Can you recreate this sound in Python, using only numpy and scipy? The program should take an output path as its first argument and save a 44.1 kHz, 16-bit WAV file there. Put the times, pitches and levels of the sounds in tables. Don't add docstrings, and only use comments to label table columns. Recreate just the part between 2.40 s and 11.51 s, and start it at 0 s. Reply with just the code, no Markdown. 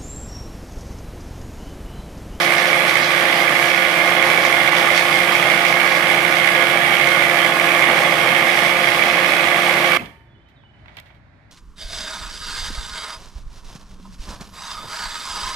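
import sys
import numpy as np
from scipy import signal
from scipy.fft import rfft, irfft
from scipy.io import wavfile
from scipy.ndimage import uniform_filter1d

SR = 44100
rng = np.random.default_rng(int(sys.argv[2]) if len(sys.argv) > 2 else 0)


def transcribe(u):
    v = np.clip(np.atleast_2d(u).T, -1, 1)
    q = np.round(v * 32767).astype(np.int16)
    wavfile.write(sys.argv[1], SR, q)


N = 401751
T = np.arange(N) / SR
BREAK_S = 7.575


def undb(db):
    return 10 ** (np.asarray(db) / 20)


def unit(x):
    return x / np.sqrt(np.mean(x ** 2))


def curves(table):
    s, *columns = np.transpose(table)
    return [np.interp(T, s, c) for c in columns]


def pan(db):
    return undb(np.array([[db], [-db]]) / 2)


def colour(x, points, share=1):
    size = 8192
    hz, db = np.transpose(points)
    bins_hz = np.arange(size // 2 + 1) * SR / size
    shape = np.interp(np.log(bins_hz + 1), np.log(hz), db)
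    cepstrum = irfft(np.log(undb(share * shape)))
    cepstrum[1:size // 2] *= 2
    cepstrum[size // 2 + 1:] = 0
    response = irfft(np.exp(rfft(cepstrum)))
    return np.apply_along_axis(signal.fftconvolve, -1, x, response)[..., :N]


def resonate(x, modes):
    out = 0
    for k, (hz, width, db) in enumerate(modes):
        b, a = signal.iirpeak(hz, hz / width, fs=SR)
        out = out + (-1) ** k * undb(db) * signal.lfilter(b, a, x)
    return out


def walk(rate, order=12):
    held = np.repeat(rng.standard_normal(int(T[-1] * rate) + 2), order)
    smooth = uniform_filter1d(uniform_filter1d(held, order), order)
    return unit(np.interp(T * rate * order, np.arange(len(held)), smooth))


def restless(x, modes, wander_db, rate):
    out = 0
    for k, mode in enumerate(modes):
        wander = undb(wander_db * np.clip(walk(rate), -2, 1.5))
        out = out + (-1) ** k * wander * resonate(x, [mode])
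    return out


def clicks(rate, spread_db):
    struck = rng.random(N) < rate / SR
    size = undb(spread_db * np.clip(rng.standard_normal(N), -2, 1))
    return unit(struck * rng.choice([-1, 1], N) * size)


def nicks(turns, jitter_s, spread_db, count):
    angle, sign = rng.random(count), rng.choice([-1, 1], count)
    at = np.arange(int(turns[-1]))[:, None] + angle
    s = np.interp(at, turns, T) + jitter_s * rng.standard_normal(at.shape)
    size = sign * undb(spread_db * rng.standard_normal(at.shape))
    samples = np.clip(s * SR, 0, N - 1).astype(int)
    return unit(np.bincount(samples.ravel(), size.ravel(), N))


def bump(phase, centre, sharp):
    return np.exp(sharp * (np.cos(2 * np.pi * (phase - centre)) - 1))


def scuff(phase, rise, fall):
    age = phase % 1
    shape = (1 - np.exp(-age / rise)) * np.exp(-age / fall)
    return shape / shape.max()


def swell(s, attack, release):
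    return np.clip(1 + (T - s) / attack, 0, 1) * np.exp(-np.maximum(T - s, 0) / release)


# frequency in Hz, gain in dB.
RUMBLE_SHAPE = [(20, -25), (38, -20), (52, -0.5), (75, -3.5), (125, -1.5), (175, -12), (255, -13),
                (400, -22.5), (1200, -37), (3000, -62), (12000, -86)]
# frequency in Hz, gain in dB.
HISS_SHAPE = [(200, -23), (490, -13), (570, 3.5), (800, 0), (1200, -4.5), (1650, -2), (2200, -5),
              (2900, -18), (3900, -15), (6000, -29), (10000, -42), (15000, -54)]
RUMBLE_DB, HISS_DB = -51, -60.5
RUSTLE_S, RUSTLE_DB, RUSTLE_ATTACK_S, RUSTLE_RELEASE_S = 8.5, -56.5, 0.29, 0.96


def background():
    rumble = unit(colour(rng.standard_normal(N) + 0.41 * rng.standard_normal((2, N)), RUMBLE_SHAPE))
    hiss = unit(colour(rng.standard_normal((2, N)) + .5 * rng.standard_normal(N), HISS_SHAPE))
    rustle = undb(RUSTLE_DB) * swell(RUSTLE_S, RUSTLE_ATTACK_S, RUSTLE_RELEASE_S)
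    hiss_gain = np.hypot(undb(HISS_DB), rustle) * undb(.9 * walk(8.9))
    return rumble * undb(RUMBLE_DB + 1.2 * walk(13)) + hiss * hiss_gain


def yard_echo(x, t60=0.47):
    age = T[:SR]
    tail = rng.standard_normal((2, SR)) * np.exp(-np.log(1000) * age / t60) * (age > .006)
    tail = signal.sosfilt(signal.butter(2, 500, "high", fs=SR, output="sos"), tail)
    return signal.fftconvolve(x, tail / np.sqrt(np.sum(tail ** 2) / 2), axes=1)[:, :N]


def whistles(table, quaver):
    out, shake, flutter = np.zeros(N), walk(200), undb(3.5 * walk(76))
    for s, length, start_hz, end_hz, db in table:
        on = (T > s) & (T < s + length)
        progress = (T[on] - s) / length
        hz = (start_hz + (end_hz - start_hz) * progress) * (1 + quaver * shake[on])
        tone = np.sin(2 * np.pi * np.cumsum(hz) / SR)
        out[on] += undb(db) * flutter[on] * np.sin(np.pi * progress) * tone
    return np.array([out, out])


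# start in seconds, length in seconds, start and end in Hz, relative level in dB.
CHIRP_NOTES = [(7.745, .05, 3050, 3030, -59), (7.785, .05, 3040, 3000, -56), (7.855, .05, 3030, 3050, -62),
               (7.85, .04, 3550, 3440, -64), (7.875, .085, 3430, 3410, -60), (7.935, .045, 3090, 2920, -56),
               (7.96, .04, 3560, 3440, -63), (7.98, .055, 2940, 3160, -59), (8.01, .05, 3450, 3400, -67),
               (8.025, .075, 3100, 3010, -60.5), (8.06, .045, 3730, 3810, -67),
               (8.1, .085, 3040, 3100, -66), (8.157, .026, 3980, 3480, -57.5),
               (8.172, .055, 3430, 3310, -61), (8.21, .035, 3020, 3000, -65),
               (8.237, .04, 3020, 2950, -52.5), (8.26, .055, 3590, 3320, -65), (8.28, .05, 2980, 3070, -64),
               (8.328, .036, 3010, 2960, -56), (8.36, .09, 3000, 3090, -63), (9.07, .057, 1620, 1600, -58)]


def birds():
    return undb(-4) * whistles(CHIRP_NOTES, quaver=0.0084)


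# frequency in Hz, gain in dB.
CRUNCH_SHAPE = [(200, -9), (500, -16), (800, -3.5), (1400, -6), (2200, -5), (3500, -1), (5000, -16),
                (9000, -31), (15000, -34)]


def cracks(table):
    out, size = np.zeros((2, N)), SR // 4
    for s, db, length, tilt_db in table:
        start = int(s * SR)
        unevenness = undb(3.1 * np.clip(rng.standard_normal(size), -2, 1.2))
        grains = unit(rng.standard_normal((2, size)) * unevenness)
        tilt = [(hz, tilt_db * np.log2(hz / 2200)) for hz in (500, 14000)]
        burst = colour(grains * np.exp(-T[:size] / length), tilt)[:, :size]
        out[:, start:start + size] += undb(db) * burst
    return undb(6.5) * colour(out, CRUNCH_SHAPE)


# frequency in Hz, gain in dB.
STALK_SHAPE = [(300, -22), (700, 0), (2000, 2), (3800, -2), (6000, -18), (12000, -38)]
STALKS_S, STALKS_DB, STALKS_ATTACK_S, STALKS_RELEASE_S = 8.52, -59, 0.22, 0.22


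def trodden(uneven_db=2.5):
    stalks = np.array([clicks(2500, 4.5) for _ in range(2)]) + .6 * clicks(2500, 4.5)
    level = undb(STALKS_DB + uneven_db * walk(35))
    return unit(colour(stalks, STALK_SHAPE)) * level * swell(STALKS_S, STALKS_ATTACK_S, STALKS_RELEASE_S)


# start in seconds, relative level in dB, decay time in seconds, brightness in dB per octave.
STEP_CRACKS = [(8.085, -55, .025, 4), (8.235, -48, .005, -11), (8.459, -39, 0.0035, -4),
               (8.482, -36, .005, -4), (8.491, -43, .012, -5), (8.517, -50, .012, -9),
               (8.547, -54, .015, 4), (8.569, -33, .002, 8.5), (8.5715, -28, .003, -2.5),
               (8.5773, -41, .0015, 8), (8.579, -38, .003, 4), (8.5828, -33, .003, -4),
               (8.586, -29, .004, 0), (8.593, -38, .004, 0), (8.5993, -43, .002, 12),
               (8.6005, -35, .003, 3), (8.657, -48, 0.033, 2), (8.703, -44, .01, -7), (8.745, -56, .025, 3)]
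# frequency in Hz, width in Hz, gain in dB.
TWIG_MODES = [(921, 60, -8), (1620, 90, -1), (1970, 110, 7.5), (2260, 62, 3), (3240, 70, -3)]


def footsteps():
    snapped = cracks(STEP_CRACKS)
    return undb(-2.0) * snapped + undb(1) * sum(resonate(snapped, [mode]) for mode in TWIG_MODES)


# start in seconds, relative level in dB, decay time in seconds, brightness in dB per octave.
LATE_CLACKS = [(7.609, -36, 0.038, -10), (7.619, -39, .008, 2), (7.6575, -32, .006, 2)]
# start in seconds, length in seconds, start and end in Hz, level in dB.
LATE_SQUEAKS = [(7.591, 0.011, 2640, 2580, -25)]


def clacks_and_squeak():
    return cracks(LATE_CLACKS) + whistles(LATE_SQUEAKS, quaver=.01)


# frequency in Hz, left minus right in dB.
EAR_DIFFERENCE = [(100, 1.5), (600, -1), (1300, -5), (2300, -12.5), (4400, -1.5), (8000, 7), (15000, 11)]


def ears(x):
    return np.array([colour(x[0], EAR_DIFFERENCE, 1 / 2), colour(x[1], EAR_DIFFERENCE, -1 / 2)])


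def low_thud(t60=0.38):
    age = np.maximum(T - BREAK_S, 0)
    shape = [(50, -14), (120, -4), (160, 6), (280, 1), (450, -9), (750, -9), (1300, -39)]
    body = unit(colour(rng.standard_normal(N), shape))
    return undb(-27.5) * body * (1 - np.exp(-age / 0.011)) * np.exp(-np.log(1000) * age / t60)


# frequency in Hz, level in dB, 60 dB decay time in seconds.
RING_MODES = [(280, -41, .3), (340, -60, 2.7), (404, -56, 1.2), (556, -47, .55), (689, -46.5, 0.62),
              (910, -51, 1.4), (953, -50, .42), (1200, -47, .33), (1814, -50.5, 1.0), (1900, -54, .6),
              (2060, -51, 0.33), (2285, -45, .2)]


def metal_ring(waver_db=3.0):
    age, out = np.maximum(T - BREAK_S, 0), 0
    for hz, db, t60 in RING_MODES:
        decay = np.exp(-np.log(1000) * age / t60)
        out = out + undb(db + waver_db * walk(35)) * decay * np.sin(2 * np.pi * hz * age)
    return pan(0) * out


# frequency in Hz, level in dB, left minus right in dB.
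CLANK_TONES = [(1190, -17, -4), (1730, -24, -10), (2320, -22, -13), (2900, -27, -12), (3370, -28, -8)]
CLANK_S, CLANK_DECAY_S = 7.565, .012


def clank():
    age = np.maximum(T - CLANK_S, 0)
    steel = sum(pan(side) * undb(db) * np.sin(2 * np.pi * hz * age) for hz, db, side in CLANK_TONES)
    return steel * (1 - np.exp(-age / 0.0022)) * np.exp(-age / CLANK_DECAY_S)


# frequency in Hz, gain in dB.
ROLLER_SHAPE = [(20, -31), (36, -22), (46, 2), (85, -2.5), (130, -2.5), (250, -17), (800, -51)]


def roller():
    noise = rng.standard_normal(N) + .5 * rng.standard_normal((2, N))
    return unit(colour(noise, ROLLER_SHAPE)) * undb(-61)


# time in seconds, speed in turns a second.
REEL_SPEED = [(0.0, 13.38), (0.75, 13.41), (1.5, 13.33), (1.8, 13.36), (2.4, 13.28), (2.9, 13.39),
              (3.5, 13.33), (3.85, 13.39), (4.1, 13.34), (4.65, 13.4), (5.1, 13.28), (5.95, 13.34),
              (6.25, 13.39), (7.5, 13.37)]


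def reel_speed():
    return curves(REEL_SPEED)[0]


# centre in seconds, half length in seconds, change in dB.
DIPS = [(.66, 0.048, -1.5), (2.307, 0.0087, -6), (3.33, .04, -0.3), (5.133, .03, -2.5), (7.23, 0.032, -1.5)]
PATCHY_DB, PATCHES_PER_S = 0.26, 7


def effort(db, load_db=0):
    speed = reel_speed()
    dip = sum(dip_db * np.exp(-((T - s) / length) ** 2) for s, length, dip_db in DIPS)
    return undb(db + load_db * (speed.mean() - speed) + PATCHY_DB * walk(PATCHES_PER_S) + dip)


# frequency in Hz, width in Hz, gain in dB.
PANEL_MODES = [(618, 90, 2), (690, 150, -1), (855, 79, -2.5), (1160, 136, 0.5), (1254, 120, -3.5),
               (1690, 110, -3)]


def rattle(turns, rate=45, burst_s=.005):
    jolts = np.abs(clicks(rate, 2.4))
    bursts = signal.lfilter([1], [1, -np.exp(-1 / (burst_s * SR))], jolts)
    rocking = 1 + .5 * bump(turns * 2 / 3, centre=0.33, sharp=1.5)
    contacts = clicks(6000, 2) * bursts * rocking
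    return unit(restless(contacts, PANEL_MODES, wander_db=2.0, rate=10)) * pan(-4.5)


# time in seconds, level in dB before centring and depth.
BOX_COURSE = [(0, -21.5), (1.15, -21.5), (1.3, -22), (1.42, -22), (2, -20), (2.25, -21.5), (2.4, -20),
              (2.6, -21.5), (3.1, -21), (3.52, -21.5), (3.7, -20.5), (3.95, -22), (4.3, -20.5),
              (4.7, -21.5), (5.1, -20.5), (5.9, -20), (6.15, -21), (6.6, -21), (7.5, -20.5)]


def shaking(depth=1.6):
    db = curves(BOX_COURSE)[0]
    return undb(depth * (db - db.mean()))


# frequency in Hz, gain in dB.
BOX_SHAPE = [(60, -35), (110, -24), (143, -2), (190, -12), (230, -9.5), (275, -8), (320, -6), (372, -11.5),
             (530, -2), (690, -0.5), (770, -2), (830, -.5), (960, -8.5), (1150, -2.5), (1400, -10),
             (2500, -10), (6000, -57.5)]
MOTOR_RATIO = 13 / 4
CHASSIS_DB, RATTLE_DB = -23.5, -11


def chassis(turns):
    motor_swell = .55 * bump(turns * MOTOR_RATIO, .3, 2.1)
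    drive = 1 + motor_swell + .45 * bump(turns * 26, .2, 1.5)
    knocks = clicks(2500, 4.1) + 0.23 * nicks(turns, jitter_s=.00008, spread_db=0.5, count=90)
    common = unit(colour(knocks * drive, BOX_SHAPE))
    uneven = [(150, -23.5), (400, -4.5), (700, -3.5), (1400, -1.0)]
    apart = unit(colour(colour(clicks(3200, 3.3) * drive, BOX_SHAPE), uneven))
    return (common + undb(-7.0) * apart * np.array([[1], [-1]])) * pan(-2.4)


# multiple of its speed, level in dB, left minus right in dB.
MOTOR_TONES = [(1, -66.9, -7), (2, -62.7, -10), (4, -38.7, -2), (5, -46.8, 0), (8, -32.3, -1),
               (10, -48.4, 3), (12, -35, -1), (14, -44.4, -5), (15, -42.3, -3), (16, -33.6, 1),
               (17, -43, 0), (19, -45.1, -3), (20, -44, -3), (21, -45.9, -3), (25, -37.8, -11),
               (26, -40.7, -8)]
# multiple of reel speed, level in dB, left minus right in dB.
REEL_HARMONICS = [(24, -42.5, -3), (40, -36.0, -3), (41, -44, -3), (45, -39.6, -1), (60, -37, -3),
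                  (85, -43, -7), (90, -43.8, -10), (91, -42, -10), (105, -45, -12), (110, -38, -13),
                  (120, -41.3, -15), (125, -42, -14), (130, -41.5, -10), (135, -43, -12), (160, -38, -19),
                  (165, -44, -20), (171, -40, -17), (175, -45, -26), (190, -45.5, -22), (210, -51, -15),
                  (240, -47, -17)]
# centre in seconds, half length in seconds, multiple of reel speed, level in dB.
SINGING = [(.24, .04, 160, -29), (1.25, .05, 125, -32), (1.42, .13, 171, -31), (1.46, .09, 110, -33),
           (1.63, .05, 160, -29), (1.97, .08, 171, -31), (2.2, .04, 160, -30), (2.42, .12, 110, -35),
           (2.78, .06, 160, -29), (3.11, .055, 160, -27), (3.18, .07, 110, -34), (3.55, .25, 125, -35),
           (3.76, .1, 160, -29), (4.21, .09, 125, -31), (4.24, .06, 110, -33), (4.36, .16, 171, -32),
           (4.72, .065, 160, -25.5), (5.41, .04, 160, -27), (5.8, .05, 110, -33), (6.1, .14, 160, -31),
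           (6.32, .06, 171, -31), (7.52, .06, 171, -29)]
WAVER_DB = 0.55


def tones(turns, table, waver_db, slack, swells=()):
    turns = turns + slack * walk(22)
    top, out = table[-1][0], 0
    for k, db, side in table:
        power = undb(db + (WAVER_DB + waver_db * k / top) * walk(20)) ** 2
        for s, length, multiple, swell_db in swells:
            if round(multiple) == round(k):
                power = power + undb(swell_db) ** 2 * np.exp(-((T - s) / length) ** 2)
        tone = np.sin(2 * np.pi * (round(k) * turns + rng.random()))
        out = out + pan(side) * np.sqrt(2 * power) * tone
    return out


# time in seconds, level in dB.
CLIPPING_FLOW = [(0, -33), (1, -32), (3.3, -32.5), (5.2, -35.5), (5.8, -33.5), (7.5, -32)]
# time of the peak in seconds, level in dB.
TUFT_PUFFS = [(.03, -25.5), (.19, -26.5), (.285, -30), (.495, -29), (.645, -25), (1.3, -29), (1.87, -31),
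              (2.06, -28), (2.375, -28.5), (2.575, -23.5), (2.725, -34), (3.28, -28)]
TUFT_ATTACK_S, TUFT_RELEASE_S = 0.048, 0.039


def clippings(uneven_db=1.0):
    flow = undb(curves(CLIPPING_FLOW)[0] + uneven_db * walk(16))
    puffs = sum((undb(db) * swell(s, TUFT_ATTACK_S, TUFT_RELEASE_S)) ** 2 for s, db in TUFT_PUFFS)
    return np.sqrt(flow ** 2 + puffs)


# frequency in Hz, gain in dB.
SNAP_SHAPE = [(500, -39.5), (1500, 3.5), (2200, -3.5), (3600, -1.5), (4600, -4.5), (7000, -3), (9300, -3.5),
              (11300, -1), (12900, -5), (15000, -6.5)]
# frequency in Hz, width in Hz, gain in dB.
EDGE_MODES = [(4820, 69, 2), (7740, 90, -8.5), (8330, 81, -3), (9280, 62, -0.5), (10030, 81, 0),
              (11270, 500, -7.5)]
# frequency in Hz, gain in dB.
CLIPPING_SHAPE = [(1500, -40.5), (3300, 4), (4400, 2.5), (5700, -0.5), (7000, -10), (10000, -31),
                  (15000, -46)]
GRASS_DB, GRASS_LOAD_DB = -39, 6


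def grass(turns):
    passing, teeth = 5 * turns, 13 * turns
    closing = 0.27 * bump(passing, centre=0.24, sharp=1.3)
    ticking = .14 * bump(teeth, centre=0.23, sharp=1.8)
    cut = (1 + closing + ticking) * undb(0.71 * walk(25))
    snaps = cut * np.array([clicks(3200, 4.5) + .7 * nicks(turns, jitter_s=.00001, spread_db=2, count=130)
                            for _ in range(2)])
    edges = unit(restless(clicks(3000, 2.6) * cut, EDGE_MODES, wander_db=2.5, rate=9))
    crisp = (unit(colour(snaps, SNAP_SHAPE)) + undb(-6.5) * edges) * pan(18.5)
    pieces = np.array([clicks(4500, 2.4), clicks(4500, 3.6)]) + 0.76 * clicks(4500, 1.9)
    spray = unit(colour(pieces * cut, CLIPPING_SHAPE)) * pan(-1.1)
    return crisp * effort(GRASS_DB, GRASS_LOAD_DB) + spray * clippings()


# tick in dB, bending in dB.
BLADE_STRENGTHS = [(-2, -3.5), (-7.5, -8.5), (-2.5, 0), (0, -3.5), (-2.5, -10.5)]
# frequency in Hz, width in Hz, gain in dB.
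BENDING_MODES = [(2105, 220, 0.5), (2320, 118, 3)]
# frequency in Hz, width in Hz, gain in dB.
KNIFE_MODES = [(1187, 78, -4), (1740, 200, -4.5), (2033, 101, 0), (2140, 30, 1.5), (2247, 230, -10),
               (2584, 70, -9.5), (2785, 48, -7.5), (2966, 240, -10.5), (3260, 30, -12), (3210, 27, -16.5),
               (3375, 96, -6.5), (3650, 63, -14.5), (3803, 41, -16.5), (4200, 82, -18.5)]
# frequency in Hz, gain in dB.
SCRAPE_SHAPE = [(800, -18), (1600, 3.5), (2300, -4), (2700, 0), (3200, 2), (3900, -6.5), (7000, -30)]
KNIFE_DB = -18
EAR_LAG_S = .00011


def knife(turns, enter=0.0993, leave=.27, tick=1.3, knock_db=-4, flare_db=-4, scrape_db=-7):
    passing = 5 * turns + .014 * walk(70)
    blade = np.floor(passing).astype(int) % len(BLADE_STRENGTHS)
    strength_db = np.array(BLADE_STRENGTHS)[blade].T
    strike, bend = undb(strength_db + 1.5 * np.clip(walk(40), -2, 1))
    bite = 0.39 * bend * scuff(passing - .05, rise=0.098, fall=0.31)
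    press = 0.75 + bite
    chatter = clicks(2200, 3.8) + 0.69 * nicks(turns, jitter_s=.00004, spread_db=5.5, count=110)
    ticks = tick * strike * (bump(passing, enter, sharp=14) + bump(passing, leave, sharp=10))
    scrape = unit(colour(clicks(4500, 3) * (.45 + ticks), SCRAPE_SHAPE))
    near = unit(restless(chatter * press, KNIFE_MODES, wander_db=1.1, rate=11))
    near = near + undb(scrape_db + 1.2 * walk(10)) * scrape
    entries = np.diff(np.floor(passing - enter), prepend=-1).clip(0, 1)
    knocks = entries * bend * (T > .005)
    rubbing = clicks(5000, 2.4) * (bite + press / 4)
    flare = unit(resonate(resonate(rubbing, [(2204, 380, 0)]), [(2200, 600, 0)]))
    bending = unit(resonate(knocks, BENDING_MODES))
    near = unit(near + undb(flare_db) * flare + undb(knock_db) * bending)
    far = unit(resonate(clicks(3010, 3) * press, KNIFE_MODES))
    late = np.roll(near, round(EAR_LAG_S * SR))
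    return np.array([undb(-27.0) * far + undb(-28) * late, undb(4.5) * near])


def mower():
    turns = np.cumsum(reel_speed()) / SR
    hum = tones(turns * MOTOR_RATIO, MOTOR_TONES, waver_db=2.0, slack=0.0024)
    whine = tones(turns, REEL_HARMONICS, waver_db=4.5, slack=0.00077, swells=SINGING)
    body = (chassis(turns) + undb(RATTLE_DB) * rattle(turns)) * effort(CHASSIS_DB) * shaking()
    cutting = knife(turns) * effort(KNIFE_DB) + grass(turns)
    audible = np.clip((BREAK_S - T) / 0.0033, 0, 1)
    return (hum + whine + roller() + body + cutting + clank()) * audible


def scene():
    machine, steps, chirping = mower(), footsteps(), birds()
    echo = yard_echo(undb(-17) * steps + undb(-2) * chirping)
    around = clacks_and_squeak() + steps + trodden() + chirping + echo + background()
    return machine + undb(-16.0) * yard_echo(machine) + low_thud() + metal_ring() + ears(around)


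TOP_HZ = 15250


def record(dry):
    dry = signal.sosfilt(signal.butter(3, 34, "high", fs=SR, output="sos"), dry)
    rounded = dry / (1 + (dry / .96) ** 6) ** (1 / 6)
    return signal.sosfilt(signal.ellip(10, .1, 80, TOP_HZ, fs=SR, output="sos"), rounded)


dry = scene()
out = record(dry)
transcribe(out)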